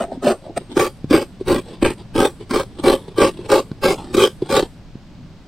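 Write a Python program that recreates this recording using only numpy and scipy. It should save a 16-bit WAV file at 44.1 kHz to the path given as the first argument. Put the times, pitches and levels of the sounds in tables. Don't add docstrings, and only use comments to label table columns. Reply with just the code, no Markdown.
import sys
import numpy as np
from scipy import signal
from scipy.fft import rfft, irfft, next_fast_len
from scipy.io import wavfile
from scipy.ndimage import uniform_filter1d

SR = 44100
rng = np.random.default_rng(int(sys.argv[2]) if len(sys.argv) > 2 else 0)


def store_wav(level_fs):
    pcm = np.round(np.clip(np.atleast_2d(level_fs), -1, 1) * 32767)
    wavfile.write(sys.argv[1], SR, pcm.T.astype(np.int16))


N = 241473
TIME_S = np.arange(N) / SR

# frequency_hz, level_db
WASH_SPECTRUM = [(150, -30), (250, 6.5), (496, -10), (550, -5), (1230, -14), (2090, -17.5), (4840, -21),
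                 (6710, -29), (8670, -33), (9450, -41), (15000, -44)]
HUM_SPECTRUM = [(30, -10), (70, -9.5), (105, 7), (135, 3), (190, 5), (280, -12.5), (450, -23.5),
                (1000, -68)]
AIR_SPECTRUM = [(10, -5), (28, 0), (55, -1.5), (80, -7), (130, -49), (400, -72)]
# time_s, level_db
HUM_ENVELOPE = [(0.0, -44.5), (0.55, -44), (0.8, -40.5), (4.3, -40.5), (5.1, -43), (5.25, -37.5),
                (5.47, -46)]
RUB_ENVELOPE = [(0, -71), (2.2, -63), (3.0, -50.5), (4.65, -67.5)]
# frequency_hz, side_minus_mid_db
BEACH_SPREAD = [(25, -3.5), (60, -8.5), (130, -21), (400, -20), (1200, -11.5), (4000, -3), (15000, -10)]
SCRAPE_SPREAD = [(100, -44), (350, -27.5), (600, -17.5), (1300, -17.5), (2400, -11), (3200, -8),
                 (4900, -12.5), (7000, -1), (8300, -12), (10000, -2.5), (16000, -0.5)]
# bite_s, deepest_after_s, lift_after_s, easing_db_per_s, boom_db, rasp_db
DISTANT_STROKES = [(.001, 0.001, 0.038, 141, -18.5, -27), (.229, 0.048, .09, 44, -13, -24.5),
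                   (.569, 0.009, 0.0085, 1300, -20, -26)]
# bite_s, deepest_after_s, lift_after_s, easing_db_per_s, boom_db, crunch_db, hiss_db,
# mode_tilt_db_per_octave, singing_re_hiss_db, bite_db, bite_pitch_hz, bounce_db, landing_db, rumble_db
CLOSE_STROKES = [(.768, 0.03, 0.096, 124, -14, -19, -25, 1.5, -15.5, 4, 354, -7, 3, -39),
                 (1.109, 0.04, 0.12, 185, -13, -22, -27, -7, -10.5, 4, 285, 0, 8.5, -41),
                 (1.474, 0.036, 0.11, 100, -15, -24, -30, -1, -8.5, -15, 325, 2, -2, -26.5),
                 (1.825, 0.031, 0.1, 276, -13, -20, -28.5, -6.5, -6, 4, 330, -13, -14, -29),
                 (2.155, 0.049, 0.1, 9, -15, -22, -28.5, -3, -5, -3, 317, -2.5, -14, -29),
                 (2.508, 0.064, 0.11, 177, -17.5, -22, -29, -1, -12, -7.5, 249, -4, -8, -40),
                 (2.841, 0.021, 0.098, 46, -11, -19.5, -28, -1.5, -5.5, -2.5, 280, -8, 5.5, -32),
                 (3.182, 0.037, 0.1, 149, -10, -16.5, -24, 0, -8, -0.5, 350, -8, -19, -39),
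                 (3.5, 0.032, 0.089, 99, -11, -18, -26, 9.5, -13, -13, 543, 1.5, -10, -48),
                 (3.833, 0.0067, 0.088, 47, -14, -20.5, -24.5, 4.5, -16, -11, 548, -0.5, -28, -41),
                 (4.146, 0.078, 0.11, 69, -12, -20.5, -23, 1, -13.5, -4, 313, -14, 3.5, -37),
                 (4.5, 0.068, 0.099, 163, -14, -20, -24.5, 4.5, -16, -9, 353, -4, -16, -48)]
# frequency_hz, bandwidth_hz, level_db
DISTANT_SHELL_MODES = [(232.6, 28, -7.5), (376, 51, -2), (587, 99, -3), (687, 97, -3.5), (927, 85, -12.5)]
CLOSE_SHELL_MODES = [(238.6, 55, -10), (354.7, 36, 1.5), (426.3, 55.4, -2), (546.3, 25.6, 1)]
TOOTH_MODES = [(8240, 1570, -1), (13170, 600, -10)]
# frequency_hz, bandwidth_hz, gain_db
BODY_RESONANCES = [(707, 54, -17.5), (767, 81, 9.5), (942, 73, -15), (1156, 105, 7), (1330, 150, 1),
                   (1591, 45, 11), (2076, 29, -19), (2360, 930, 10), (3100, 240, 4), (3860, 99, 4.5),
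                   (4460, 200, -0.5), (4840, 120, 5), (6640, 210, 6), (7230, 550, -9), (7540, 4600, 12),
                   (8900, 390, -8), (13200, 420, 4)]
# frequency_hz, level_db
DISTANT_RASP_SPECTRUM = [(500, -20), (850, 7), (1020, 5), (1280, 7.5), (1600, -7), (1850, -0.5),
                         (2100, -9.5), (2550, -3.5), (3700, -11.5), (7200, -20), (7900, -17), (8400, -2.5),
                         (9200, -22), (15000, -34.5)]
CLOSE_RASP_SPECTRUM = [(300, 1), (680, 0), (900, 13.5), (1500, -2), (2600, -10.5), (4000, -9.5),
                       (5300, -13.5), (6200, -22), (9500, -23.5), (12000, -27.5), (16000, -25.5)]
STEEL_SPECTRUM = [(1000, -57), (2500, -40), (3600, -20), (4200, -19), (5500, -32), (7000, -4), (8200, -1.5),
                  (9000, -5), (10200, 3), (12000, -2), (13600, -4), (16000, -30)]
RUB_SPECTRUM = [(150, 10.5), (360, 19.5), (650, 1), (890, 7.5), (1300, -5.5), (2000, -8.5), (2600, -7.5),
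                (3500, -3), (4200, -7), (4900, -8.5), (6700, -27.5), (8400, -9.5), (10000, -29),
                (15000, -39)]
# centre_s, half_length_s, level_db
RETURN_RUBS = [(.137, 0.024, -40.5), (.46, 0.027, -51), (.608, 0.024, -43.5), (.722, 0.024, -38),
               (1.048, 0.0066, -45), (1.411, 0.01, -41.5), (1.712, 0.047, -41), (2.005, 0.022, -45.5),
               (2.418, 0.017, -41), (2.803, 0.021, -36.5), (3.005, 0.014, -50), (3.089, 0.009, -41.5),
               (3.39, 0.048, -46), (3.46, 0.023, -45), (3.719, .005, -45), (4.0, 0.1, -40.5),
               (4.115, 0.022, -44), (4.426, 0.0084, -39.5), (4.47, 0.044, -45.5), (4.637, 0.021, -32)]
RETURN_BOOMS = [(.124, 0.038, -28), (.478, 0.044, -33)]
# start_s, level_db, pitch_hz, crack_db
SHELL_KNOCKS = [(.12, -13, 596, -30), (.173, -16, 263, -48), (0.268, 4.5, 564, -23),
                (.496, -17.5, 330, -36), (.57, -5, 584, -23), (1.41, -8, 373, -29), (2.407, -18, 380, -44),
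                (2.786, -24, 377, -21), (3.39, -13.5, 357, -25), (4.421, -1.5, 371, -37),
                (4.574, 2.5, 375, -12), (4.626, -4.5, 368, -10)]
STOOL_THUDS = [(1.043, 2.5, 216, -26.5), (3.084, -15, 199, -42), (3.715, -2.5, 186, -18),
               (4.421, -6, 189, -22), (4.954, -7, 194, -41)]
# centre_s, level_db, pitch_hz
TOOTH_SQUEALS = [(2.258, -25, 3570), (2.89, -26.5, 4080), (4.244, -18, 3230), (4.577, -25, 3840)]


def from_db(db):
    return 10 ** (np.asarray(db) / 20)


def rms_one(x):
    return x / np.sqrt(np.mean(x ** 2) + 1e-20)


def envelope(table, fade_db_per_s=900):
    times_s, levels_db = np.transpose(table)
    outside_s = np.abs(TIME_S - np.clip(TIME_S, times_s[0], times_s[-1]))
    return from_db(np.interp(TIME_S, times_s, levels_db) - fade_db_per_s * outside_s)


def swells(rows):
    return sum(from_db(db) * np.exp(-np.minimum(((TIME_S - s) / length_s) ** 2, 100))
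               for s, length_s, db in rows)


def drift(per_s):
    knots = rng.standard_normal(8192)
    return rms_one(np.interp(TIME_S * per_s, np.arange(len(knots)), knots))


def coloured(x, spectrum):
    size = 2 * next_fast_len(N // 2 + SR // 10)
    hz, db = np.transpose(spectrum)
    outline = np.interp(np.log(np.arange(size // 2 + 1) * SR / size + 1), np.log(hz), db)
    cepstrum = irfft(np.log(from_db(outline)))
    cepstrum[1:size // 2] *= 2
    cepstrum[size // 2 + 1:] = 0
    return irfft(rfft(x, size) * np.exp(rfft(cepstrum)))[:N]


def resonance(x, hz, width_hz):
    radius = np.exp(-np.pi * width_hz / SR)
    feedback = [1, -2 * radius * np.cos(2 * np.pi * hz / SR), radius ** 2]
    return signal.lfilter(np.array([1, 0, -1]) * (1 - radius ** 2) / 2, feedback, x + 1e-18)


def ringing(x, t60_s):
    t = np.arange(int(t60_s * SR) + 1) / SR
    tail = rng.standard_normal(2 * SR)[:len(t)] * from_db(-60 * t / t60_s)
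    return signal.fftconvolve(x, tail / np.linalg.norm(tail))[:len(x)]


def evened(x, window_s):
    size = int(window_s * SR) + 1
    power = uniform_filter1d(uniform_filter1d(x * x, size), size)
    return x / np.sqrt(np.abs(power) + 1e-12)


def stereo(mid, side, spread):
    side = coloured(side, spread)
    return np.array([mid + side, mid - side])


def beach(delay_s=0.037, half_length_s=0.047, puff_db=-35.5, puff_follows=0.69):
    shakes = [(s + delay_s, half_length_s, db) for s, *_, db in CLOSE_STROKES]
    mean_db = np.mean([db for *_, db in shakes])
    puffs = [(s, length_s, puff_db + puff_follows * (db - mean_db)) for s, length_s, db in shakes]
    hum_gain = from_db(-1) * (envelope(HUM_ENVELOPE) + swells(shakes))
    air_gain = (from_db(-46.5) + swells(puffs)) * from_db(2.5 * drift(24))
    paths = []
    for wash_noise, hum_noise, air_noise in rng.standard_normal((2, 3, N)):
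        wash = from_db(-48.5) * rms_one(coloured(wash_noise, WASH_SPECTRUM))
        hum = hum_gain * rms_one(coloured(hum_noise, HUM_SPECTRUM))
        air = air_gain * evened(coloured(air_noise, AIR_SPECTRUM), window_s=0.11)
        paths.append(wash + hum + air)
    return stereo(*paths, BEACH_SPREAD)


def pressure_db(bite_s, deepest_s, lift_s, easing_db_per_s):
    attack_db_per_s, sink_db, lift_db_per_s = 1594, 6.5, 509
    t = TIME_S - bite_s
    rising = attack_db_per_s * np.minimum(t, 0) - sink_db * np.clip(1 - t / deepest_s, 0, 1)
    falling = easing_db_per_s * np.maximum(t - deepest_s, 0) + lift_db_per_s * np.maximum(t - lift_s, 0)
    tear = 2.5 / (1 + ((t - deepest_s) / 0.0092) ** 2)
    flick = 1.4 / (1 + ((t - lift_s) / 0.011) ** 2)
    return np.maximum(rising - falling + tear + flick, -200)


def stroke_gain(strokes, column, follows=1, lag_s=0):
    return sum(from_db(row[column] + follows * pressure_db(row[0] + lag_s, *row[1:4]))
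               for row in strokes)


def slips(per_s, jitter, spread_db):
    count = np.floor(np.cumsum(per_s * np.exp(jitter * drift(300))) / SR)
    force = from_db(spread_db * np.clip(rng.standard_normal(N), -2, 2))
    return (np.diff(count, prepend=0) > 0) * force


def fibres(slip, per_s, burst_s, spread_db):
    burst = rms_one(signal.lfilter([1], [1, -np.exp(-1 / (burst_s * SR))], slip))
    snaps = (rng.random(N) < per_s / SR) * rng.choice([-1, 1], N)
    strength = from_db(spread_db * np.minimum(rng.exponential(1, N), 4))
    return rms_one(snaps * strength * (1 + burst))


def turning_nut(x, t60_s, direct_db, hop=4096):
    padded, out = np.pad(x, (hop, 2 * hop)), np.zeros(N + 3 * hop)
    window = np.sqrt(np.hanning(2 * hop))
    for at in range(0, N + hop, hop):
        out[at:at + 2 * hop] += window * ringing(padded[at:at + 2 * hop], t60_s)
    return out[hop:hop + N] + from_db(direct_db) * x


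def shell_boom(drive, modes, tilt_db_per_octave, wander_db):
    out = np.zeros(N)
    for k, (hz, width_hz, db) in enumerate(modes):
        grip_db = tilt_db_per_octave * np.log2(hz / modes[0][0]) + wander_db * drift(9.7)
        out += (-1) ** k * resonance(drive, hz, width_hz) * from_db(db + grip_db)
    return evened(signal.sosfilt(signal.butter(2, 800, fs=SR, output="sos"), out), window_s=0.034)


def distant_rasp(grain):
    gain = from_db(-0.3) * stroke_gain(DISTANT_STROKES, column=5)
    return gain * evened(coloured(grain, DISTANT_RASP_SPECTRUM), window_s=0.0081)


def steel_ring(rasp):
    return from_db(-15) * coloured(ringing(rasp, t60_s=0.47), STEEL_SPECTRUM)


def shell_rub(grain, sliding):
    return from_db(6.5) * sliding * evened(coloured(grain, RUB_SPECTRUM), window_s=0.036)


def impacts(shell_cycles=14, stool_cycles=2.7, landing_after_s=0.031, landing_hz=382.4):
    rows = [(*row, shell_cycles) for row in SHELL_KNOCKS] + [(*row, stool_cycles) for row in STOOL_THUDS]
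    for row in CLOSE_STROKES:
        bite_s, crunch_db = row[0], row[5]
        bite_db, bite_hz, _, landing_db = row[9:13]
        rows.append((bite_s, bite_db, bite_hz, crunch_db + 6, shell_cycles))
        rows.append((bite_s + landing_after_s, landing_db, landing_hz, crunch_db, shell_cycles))
    return rows


def knocks(rise_s=0.0021, overtone_ratio=1.48, thud_hz=144, thud_t60_s=0.084, crack_t60_s=0.015):
    out, t = np.zeros(N + SR), np.arange(SR // 5) / SR
    soften = signal.butter(4, 4920, fs=SR, output="sos")
    onset = 1 - np.exp(-(t / rise_s) ** 2)
    for start_s, db, hz, crack_db, t60_cycles in impacts():
        phase = 2 * np.pi * hz * t
        decay = from_db(-60 * t * hz / t60_cycles)
        note = decay * (np.sin(phase) + from_db(-21) * np.sin(overtone_ratio * phase))
        thud = from_db(-22.5 - 60 * t / thud_t60_s) * np.sin(2 * np.pi * thud_hz * t)
        noise = from_db(crack_db - 60 * t / crack_t60_s) * rng.standard_normal(len(t))
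        burst = signal.sosfilt(soften, noise)
        crack = resonance(burst, hz=700, width_hz=690)
        tick = from_db(-2) * resonance(burst, hz=3880, width_hz=540)
        at = round(start_s * SR)
        out[at:at + len(t)] += from_db(db) * onset * (note + thud) + crack + tick
    return out[:N]


def close_rasp(grain, wander_db=2.5, split_hz=2520, lump_db=0.77, lumps_per_s=110):
    x = coloured(grain, CLOSE_RASP_SPECTRUM)
    for hz, width_hz, db in BODY_RESONANCES:
        gain = from_db(db + wander_db * drift(5.99))
        x = x + (gain - 1) * resonance(x, hz, width_hz * from_db(-db / 2))
    bands = [signal.sosfilt(signal.butter(3, split_hz, kind, fs=SR, output="sos"), x)
             for kind in ("low", "high")]
    return [evened(band, window_s=0.025) * from_db(-lump_db * drift(lumps_per_s)) for band in bands]


def singing_teeth(grain):
    bands = sum(from_db(db) * resonance(resonance(grain, hz, width_hz), hz, width_hz)
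                for hz, width_hz, db in TOOTH_MODES)
    return evened(bands, window_s=0.14)


def bounce(after_s=0.016, half_length_s=0.0047):
    return from_db(sum(bounce_db * np.exp(-((TIME_S - bite_s - after_s) / half_length_s) ** 2)
                       for bite_s, *_, bounce_db, _, _ in CLOSE_STROKES))


def squeals(tearing, width_hz=220, half_length_s=0.017):
    out = np.zeros(N)
    for centre_s, db, hz in TOOTH_SQUEALS:
        tone = evened(resonance(resonance(tearing, hz, width_hz), hz, width_hz), window_s=0.054)
        out += swells([(centre_s, half_length_s, db)]) * tone
    return from_db(-1.5) * out


def grating(boom_lag_s=0.0026):
    slip = slips(per_s=170, jitter=0.65, spread_db=6)
    contact = bounce()
    close_boom_gain = from_db(1) * contact * stroke_gain(CLOSE_STROKES, column=4, lag_s=boom_lag_s)
    crunch_gain = from_db(1) * contact * stroke_gain(CLOSE_STROKES, column=5)
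    hiss_gain = from_db(0.5) * contact * stroke_gain(CLOSE_STROKES, column=6, follows=0.78)
    distant_strokes = stroke_gain(DISTANT_STROKES, column=4, lag_s=boom_lag_s)
    distant_boom_gain = from_db(-1.5) * (distant_strokes + swells(RETURN_BOOMS))
    sliding = (swells(RETURN_RUBS) + envelope(RUB_ENVELOPE)) * from_db(1.37 * drift(80))
    columns = np.transpose(CLOSE_STROKES)
    deepest_s = columns[0] + columns[1]
    tilt, singing_db = [np.interp(TIME_S, deepest_s, column) for column in columns[7:9]]
    paths = []
    for scattered in (False, True):
        tearing = fibres(slip, per_s=7000, burst_s=0.0027, spread_db=2.5)
        push = tearing if scattered else tearing + 1.07 * rms_one(slip)
        grain = turning_nut(tearing + 0.59 * push, t60_s=0.025, direct_db=-1)
        close_boom = shell_boom(push, CLOSE_SHELL_MODES, tilt, wander_db=1.5)
        distant_boom = shell_boom(grain, DISTANT_SHELL_MODES, tilt_db_per_octave=-1.5, wander_db=2.8)
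        boom = distant_boom_gain * distant_boom + close_boom_gain * close_boom
        crunch, hiss = close_rasp(grain)
        hiss = hiss + from_db(singing_db) * singing_teeth(grain)
        rasp = distant_rasp(grain) + crunch_gain * crunch + hiss_gain * hiss
        paths.append(boom + rasp + steel_ring(rasp) + shell_rub(grain, sliding) + squeals(tearing))
    return stereo(*paths, SCRAPE_SPREAD)


def scene():
    return knocks() + grating() + beach()


def record(dry, cutoff_hz=15750):
    rounded = dry / (1 + dry ** 6) ** (1 / 6)
    return signal.sosfilt(signal.ellip(10, 0.1, 80, cutoff_hz, fs=SR, output="sos"), rounded)


dry = scene()
out = record(dry)
store_wav(out)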